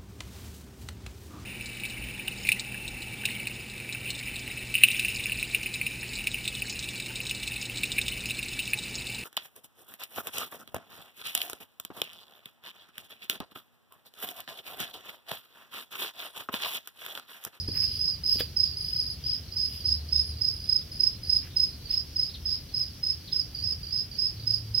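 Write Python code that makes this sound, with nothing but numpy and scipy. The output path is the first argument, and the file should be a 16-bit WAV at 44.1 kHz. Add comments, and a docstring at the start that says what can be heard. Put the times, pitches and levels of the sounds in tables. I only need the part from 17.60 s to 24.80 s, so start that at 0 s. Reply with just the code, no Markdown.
"""A farm shed with crickets in rearing pens, heard through a hand-held phone that moves about.
Damped tone pulses make the wing strokes: one near cricket chirps in threes, two neighbours chirp
beside it and a colony shimmers behind; noise-burst echoes from bare walls smear each stroke.
Filtered noise and sine hums lie under it as rumble and air. Noise bursts with ringing modes make
a few knocks, grainy noise makes rustles, and quick falling tones make four faint squeaks."""
import sys
import numpy as np
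from scipy import signal
from scipy.fft import rfft, irfft
from scipy.io import wavfile

SR = 44100
rng = np.random.default_rng(int(sys.argv[2]) if len(sys.argv) > 2 else 0)


def store_pcm(level_fs):
    """Save levels as 16-bit WAV."""
    pcm = np.round(np.clip(level_fs, -1, 1) * 32767).astype(np.int16)
    wavfile.write(sys.argv[1], SR, np.atleast_2d(pcm).T)


N = 317520


def undb(db):
    """Decibels to gain."""
    return 10 ** (np.asarray(db) / 20)


def unit(x):
    """Scale to rms 1."""
    return x / np.sqrt(np.mean(x ** 2) + 1e-20)


def pan(db):
    """Left and right gains for a left-minus-right level in dB, at constant total power."""
    return undb(np.array([[db], [-db]]) / 2) / np.sqrt(np.cosh(db * np.log(10) / 20))


def add(out, s, x):
    """Mix x into out from time s on, dropping what falls outside."""
    i = int(round(s * SR))
    a, b = max(i, 0), min(i + x.shape[-1], N)
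    if b > a:
        out[:, a:b] += x[..., a - i:b - i]


def shaped(x, gain):
    """Filter x by a gain given as a function of frequency."""
    length = x.shape[-1]
    hz = np.arange(length // 2 + 1) * SR / length + 0.0011  # the offset keeps 0 Hz out of the logs
    return irfft(rfft(x) * gain(hz), length)


def colour(x, points):
    """Filter x by (f/Hz, level/dB) points, joined on a log frequency axis."""
    hz, db = np.transpose(points)
    return shaped(x, lambda f: undb(np.interp(np.log(f), np.log(hz), db)))


def band(length, hz, width):
    """Noise of rms 1 in one steep-sided resonance."""
    noise = rng.standard_normal(length)
    return unit(shaped(noise, lambda f: 1 / np.sqrt(1 + (2 * (f - hz) / width) ** 4)))


def walk(rate):
    """Random drift through `rate` new values a second, with a spread of about 0.6."""
    knots = rng.standard_normal(1000)
    return 0.77 * np.interp(np.arange(N) / SR * rate, np.arange(len(knots)), knots)


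def shed(x, t60_s=0.2, early_db=3, early_s=0.0062, gap_s=0.0073):
    """Wall echoes at one spot: early burst, then diffuse tail, unrelated in the two channels."""
    t = np.arange(SR // 2) / SR
    tail = undb(-60 * t / t60_s)
    early = undb(early_db) * np.exp(-t / early_s)
    fade = (tail + early) * np.clip(t / gap_s - .5, 0, 1)
    echoes = rng.standard_normal((2, len(t))) * fade / np.sqrt(np.sum(fade ** 2))
    return signal.fftconvolve(np.atleast_2d(x), echoes, axes=1)


# stereo width of the background: f/Hz, side minus mid level/dB
SIDE_LEVEL = [(60, -23.5), (250, -16), (600, -7.5), (1400, -11), (3000, -6), (12000, 6)]


def background(points, db, pan_db, low_hz, flicker_db=.35):
    """Diffuse noise, alike in both channels in the bass and wide in the treble; its level flickers."""
    mid, side = colour(rng.standard_normal((2, N)), points)
    both = unit(mid) + colour(unit(side), SIDE_LEVEL) * np.array([[1], [-1]])
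    both = shaped(both, lambda f: 1 / np.sqrt(1 + (low_hz / f) ** 6))  # bass cut
    return both * pan(pan_db) * undb(db + flicker_db * walk(21))


# spectrum of the low rumble: f/Hz, relative level/dB
RUMBLE_SPECTRUM = [(12, -57), (20, -38), (22, -16), (56, -4.5), (77, 1.5), (112, -6.5), (140, -7.5),
                   (182, -14), (406, -24), (592, -30.5), (1000, -36.5), (1300, -45), (2200, -120)]
# slow rise and fall of the rumble: t/s, added level/dB
RUMBLE_SWELL = [(0, 2), (1.2, 0.5), (2.2, 1), (3.4, 1.5), (4.4, 1), (5.4, 0), (6.2, 1), (7.2, 1.5)]


def rumble():
    """Bass noise that swells slowly."""
    swell = undb(np.interp(np.arange(N) / SR, *np.transpose(RUMBLE_SWELL)))
    return swell * background(RUMBLE_SPECTRUM, db=-44.5, pan_db=.5, low_hz=34)


# spectrum of the air in the shed: f/Hz, relative level/dB
AIR_SPECTRUM = [(700, -17.5), (1200, -3), (2000, -1.5), (3200, 2.5), (4400, -1), (5600, 4), (7000, -13.5),
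                (8500, -13), (11000, -6), (15500, -8.5)]


def air():
    """Wide, steady hiss above the rumble."""
    return background(AIR_SPECTRUM, db=-54.5, pan_db=-1, low_hz=700)


# low hums: start t/s, length/s, f/Hz, rms level at the start/dB, fade/(dB per s, negative grows)
HUM_EVENTS = [(-.1, 0.27, 91.4, -39.5, 6), (2.255, 0.63, 74.5, -34.5, 15.5), (2.7, 0.25, 110, -44.5, -4),
              (6.001, .1, 83.9, -36.5, 0), (5.997, 0.102, 104, -37.5, 0), (6.74, 0.46, 109.2, -41.5, -4.5)]


def hums(edge_s=0.051, waver_db=1.0):
    """Low sine tones come and go in the rumble, wavering together in level."""
    t, out = np.arange(N) / SR, 0
    for s, length, hz, db, fade_db in HUM_EVENTS:
        age = np.clip(t - s, 0, length)
        gate = np.clip(np.minimum(age, length - age) / edge_s, 0, 1)
        tone = np.sqrt(2) * np.sin(2 * np.pi * hz * t)
        out = out + gate * undb(db - fade_db * age) * tone
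    return out * undb(waver_db * walk(12))


def stroke(hz, octave_db, third_db, rise_s=0.0065, fall_s=0.0041, droop=0.03, jitter=0.037,
           rasp_db=-35, zing_db=-35):
    """One wing closure, peaking 20 ms in: the file drives the wing's resonance; pitch sags as it slows."""
    t = np.arange(SR // 20) / SR - 1 / 50
    swell = np.exp(-(t / np.where(t < 0, rise_s, fall_s)) ** 2)
    sag = droop * np.clip(t / fall_s / 2, 0, 1) ** 2
    pitch = hz * (1 + 0.002 * rng.standard_normal() - sag)
    # uneven teeth shake the phase, which blurs the overtones most, and add a rasp
    phase = 2 * np.pi * (np.cumsum(pitch) / SR + rng.random()) + jitter * band(len(t), 100, 390)
    rasp = undb(rasp_db) * band(len(t), 5000, 2030)
    zing = undb(zing_db) * band(len(t), 15100, 900)
    overtones = undb(octave_db) * np.sin(2 * phase) + undb(third_db) * np.sin(3 * phase)
    return swell * (np.sin(phase) + overtones + rasp + zing)


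def colony(count=150, hz=4700, spread_hz=330, spread_db=0.98, db=-52, pan_db=-3):
    """Many distant, scratchy three-stroke chirps, heard only off the walls."""
    out = np.zeros((1, N))
    for k, (late, detune, loud) in enumerate(rng.standard_normal((count, 3))):
        start = (k + late / 2) * N / SR / count
        pitch = hz + spread_hz * detune
        for j in range(3):
            tone = stroke(pitch, octave_db=-38, third_db=-45, jitter=1.36)
            add(out, start + j * 0.028, undb(spread_db * loud) * tone)
    return undb(db) * pan(pan_db) * unit(shed(out)[:, :N])


def scrape(hz, below=0.97, width_hz=340, late_s=0.004, length_s=0.012, db=-9.5, octave_db=-28):
    """Late in a stroke the file slips out of step and scrapes just below the tone and near its octave."""
    t = np.arange(SR // 20) / SR - 1 / 50
    noise = band(len(t), hz * below, width_hz) + undb(octave_db) * band(len(t), 2 * hz, width_hz / 2)
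    return undb(db) * np.exp(-((t - late_s) / length_s) ** 2) * noise


def add_stroke(out, s, tone, hz, direct, wet, port_lag_s=.000045):
    """A stroke arrives directly, right port first, and off the walls in a fresh pattern as the phone moves."""
    echoes = shed(tone + scrape(hz))  # the scrape is heard only off the walls
    # give the echoes of each channel the energy of the tone
    echoes = echoes * np.sqrt(np.sum(tone ** 2) / np.sum(echoes ** 2, axis=1, keepdims=True))
    left = shaped(tone, lambda f: np.exp(-2j * np.pi * f * port_lag_s))
    add(out, s - 1 / 50, direct * np.array([left, tone]))
    add(out, s - 1 / 50, wet * echoes)


def add_neighbour_chirp(out, s, strokes, hz, octave_db, gains, spacing_s=.038):
    """A neighbour's chirp: rough, widely spaced strokes, as strong off the walls as direct."""
    for k in range(strokes):
        tone = stroke(hz, octave_db, third_db=-35, rise_s=0.0035, fall_s=0.0052, jitter=0.22)
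        add_stroke(out, s + k * spacing_s, tone, hz, gains, gains)


# chirps of the bright rival: first stroke t/s, number of strokes, level/dB
RIVAL_TIMES = [(0, 1, -25.5), (.08, 3, -26.5), (.28, 4, -25), (.64, 3, -25), (1.172, 4, -25.5),
               (1.39, 4, -25.5), (2.01, 5, -31.5), (2.58, 4, -30.5), (2.89, 6, -32.5), (3.32, 4, -32),
               (3.636, 4, -30.5), (3.98, 5, -39.5)]
# brightness of the rival: t/s, octave level under the tone/dB
RIVAL_BRIGHTNESS = [(.5, -20.5), (1.2, -16), (2.1, -13.5)]


def rival_cricket(hz=5000, pan_db=-2.5):
    """A neighbour with a strong octave chirps at uneven gaps, with a varying number of strokes."""
    out = np.zeros((2, N))
    for s, strokes, db in RIVAL_TIMES:
        octave_db = np.interp(s, *np.transpose(RIVAL_BRIGHTNESS))
        add_neighbour_chirp(out, s, strokes, hz, octave_db, undb(db) * pan(pan_db))
    return out


# knocks: t/s, thud level/dB, centre f/Hz, bandwidth/Hz, decay constant/s, ring level against thud/dB
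KNOCK_EVENTS = [(.085, -24, 224, 261, 0.0068, -21), (0.489, -39.5, 700, 1100, 0.0027, -16),
                (0.754, -33, 280, 330, 0.0061, -21), (0.806, -31.5, 2200, 4230, 0.0053, 2.5)]
# modes of the knocked thing: f/Hz, relative level/dB, 60 dB decay time/s
RING_MODES = [(488, -0.5, 0.056), (525, -2, 0.021), (617, -6.5, 0.027), (920, -34, 0.018), (1600, -38, .03),
              (1700, 0.5, 0.016), (2560, -4.5, 0.029), (3310, -2, 0.043)]


def knocks(wet_db=-13, attack_s=0.0018):
    """Each contact is a short noise thud or clack plus ringing modes, strongest in the last."""
    out, t = np.zeros((2, N)), np.arange(SR // 4) / SR
    ring = 0
    for hz, db, t60 in RING_MODES:
        ring = ring + undb(db - 60 * t / t60) * np.sin(2 * np.pi * hz * t)
    for s, db, hz, width, decay, ring_db in KNOCK_EVENTS:
        fade = np.exp(-t / decay) * (1 - np.exp(-t / attack_s))
        thud = unit(band(len(t), hz, width) * fade) * np.sqrt(np.mean(fade ** 2))
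        blow = undb(db) * (thud + undb(ring_db) * ring)
        add(out, s, blow)
        add(out, s, undb(wet_db) * shed(blow))
    return out


# rustles: peak t/s, length/s, body centre f/Hz, body level/dB, hiss level/dB
RUSTLE_EVENTS = [(0.165, 0.032, 2300, -47.5, -49), (0.232, 0.034, 2280, -50.5, -51),
                 (0.351, 0.13, 3080, -55.5, -60), (0.735, 0.098, 3200, -55, -49),
                 (0.801, 0.018, 3440, -36.5, -41), (1.299, 0.18, 3220, -59.5, -59.5),
                 (1.703, .13, 3340, -53, -68), (2.151, 0.14, 3120, -57, -58.5),
                 (3.855, 0.045, 2230, -54, -69.5), (4.329, 0.052, 2960, -51, -59)]


def rustles(pan_db=3, wet_db=-5, width_hz=1300, usual_s=.05, broadening=0.4,
            hiss_hz=12800, hiss_width_hz=5500):
    """Swells of grainy friction noise: a resonant body, broader the quicker the rub, and a high hiss."""
    out, t = np.zeros((2, N)), np.arange(SR // 2) / SR - 1 / 4
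    for s, length, hz, body_db, hiss_db in RUSTLE_EVENTS:
        body = band(len(t), hz, width_hz * (usual_s / length) ** broadening)
        hiss = band(len(t), hiss_hz, hiss_width_hz)
        noise = undb(body_db) * body + undb(hiss_db) * hiss
        grains = unit(undb(2.5 * band(len(t), 51, 300)))
        swell = noise * grains * np.exp(-2 * (t / length) ** 2)
        add(out, s - 1 / 4, pan(pan_db) * swell)
        add(out, s - 1 / 4, undb(wet_db) * pan(pan_db) * shed(swell))
    return out


# chirps of the near cricket: peak of first stroke t/s, level before the gains below/dB
NEAR_CHIRPS = [(.176, -21.5), (.415, -22), (.664, -21), (.973, -22.5), (1.335, -27.5), (1.668, -25.5),
               (1.972, -22), (2.260, -23), (2.532, -22.5), (2.821, -25), (3.098, -24), (3.408, -24.5),
               (3.702, -24), (3.972, -22.5), (4.312, -25.5), (4.568, -25), (4.862, -23.5), (5.149, -24),
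               (5.439, -25.5), (5.733, -25.5), (6.044, -24.5), (6.331, -23), (6.592, -21.5), (6.878, -24.5),
               (7.152, -24.5)]
# the three wing strokes of its chirp: place/stroke spacings, added level/dB, f/Hz
WING_STROKES = [(0, 1, 5082), (.95, 2, 5092), (2, 2, 5101)]
# its direct sound as the phone turns: t/s, added level/dB, left minus right level/dB
PHONE_FACING = [(.176, -4, -14), (.66, -3.5, -8), (.97, 1, -10), (1.33, 1, 1), (1.67, -2, 6),
                (1.97, -5, -8), (2.26, .5, -7.5), (3.41, 5, -12), (4.57, 0, -3), (4.86, -4, -10),
                (5.44, 0, -4), (5.73, 1, -11), (6.05, -3.5, -12), (6.59, -5, -24), (6.88, 2.5, -11.5)]


def near_cricket(gain_db=5.0, wet_db=-3, wall_pan_db=-5, spacing_s=.0333):
    """Three strokes to a chirp, about three and a half chirps a second; the phone turns around it."""
    out = np.zeros((2, N))
    times, directs, pans = np.transpose(PHONE_FACING)
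    for s, db in NEAR_CHIRPS:
        direct = undb(np.interp(s, times, directs)) * pan(np.interp(s, times, pans))
        wet = undb(wet_db) * pan(wall_pan_db)
        for place, stroke_db, hz in WING_STROKES:
            size = undb(gain_db + db + stroke_db)
            tone = stroke(hz, octave_db=-33, third_db=-35.5)
            add_stroke(out, s + place * spacing_s, tone, hz, size * direct, size * wet)
    return out


# bouts of the low cricket: start t/s, chirps, strokes in each, f/Hz, level at the start/dB,
# fade/(dB per s, negative grows)
LOW_BOUTS = [(.205, 3, 2, 4880, -27.5, -9.5), (1.076, 7, 2, 4830, -27.5, 4.5),
             (4.259, 2, 2, 4710, -34.5, 38), (5.951, 4, 3, 4815, -27.5, 11.5)]


def low_cricket(period_s=.283, octave_db=-34, pan_db=-6, wander=0.0089):
    """A lower neighbour chirps evenly in bouts, its pitch wandering from chirp to chirp."""
    out = np.zeros((2, N))
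    for s, chirps, strokes, hz, db, fade_db in LOW_BOUTS:
        for age in period_s * np.arange(chirps):
            pitch = hz * (1 + wander * rng.standard_normal())
            gains = undb(db - fade_db * age) * pan(pan_db)
            add_neighbour_chirp(out, s + age, strokes, pitch, octave_db, gains)
    return out


# squeaks: peak t/s, time from peak to 1/e/s, middle f/Hz, fall/(Hz per s), level/dB
SQUEAK_EVENTS = [(4.698, 0.0076, 4020, 70000, -44), (4.748, 0.01, 3970, 69600, -37.5),
                 (5.682, 0.0094, 4050, 75000, -40), (5.723, 0.0095, 4000, 80000, -38)]


def squeaks(wet_db=-5, roughness=0.64, bounce_s=0.014, bounce_db=-7):
    """Faint rough tones that fall quickly, in two pairs, each doubled by a near wall."""
    out, t = np.zeros((2, N)), np.arange(SR // 10) / SR - 1 / 20
    for s, length, hz, fall, db in SQUEAK_EVENTS:
        phase = 2 * np.pi * (hz * t - fall * t ** 2 / 2) + roughness * band(len(t), 220, 400)
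        tone = undb(db) * np.exp(-(t / length) ** 2) * np.sin(phase)
        add(out, s - 1 / 20, tone)
        add(out, s - 1 / 20 + bounce_s, undb(bounce_db) * tone)
        add(out, s - 1 / 20, undb(wet_db) * shed(tone))
    return out


def scene():
    """Crickets over the small noises and the background of the shed."""
    shed_bed = rumble() + air() + hums()
    crickets = colony() + rival_cricket() + near_cricket() + low_cricket()
    return shed_bed + crickets + knocks() + rustles() + squeaks()


def record(dry, left_top_db=2, right_top_db=-3, top_hz=15800):
    """The left port is brighter than the right above 7 kHz; the phone cuts the top steeply."""
    left = colour(dry[0], [(7000, 0.0076), (10000, left_top_db)])
    right = colour(dry[1], [(7000, 0.0076), (10000, right_top_db)])
    top_cut = signal.ellip(10, .2, 80, top_hz, fs=SR, output="sos")
    return signal.sosfilt(top_cut, np.array([left, right]))


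dry = scene()
out = record(dry)
store_pcm(out)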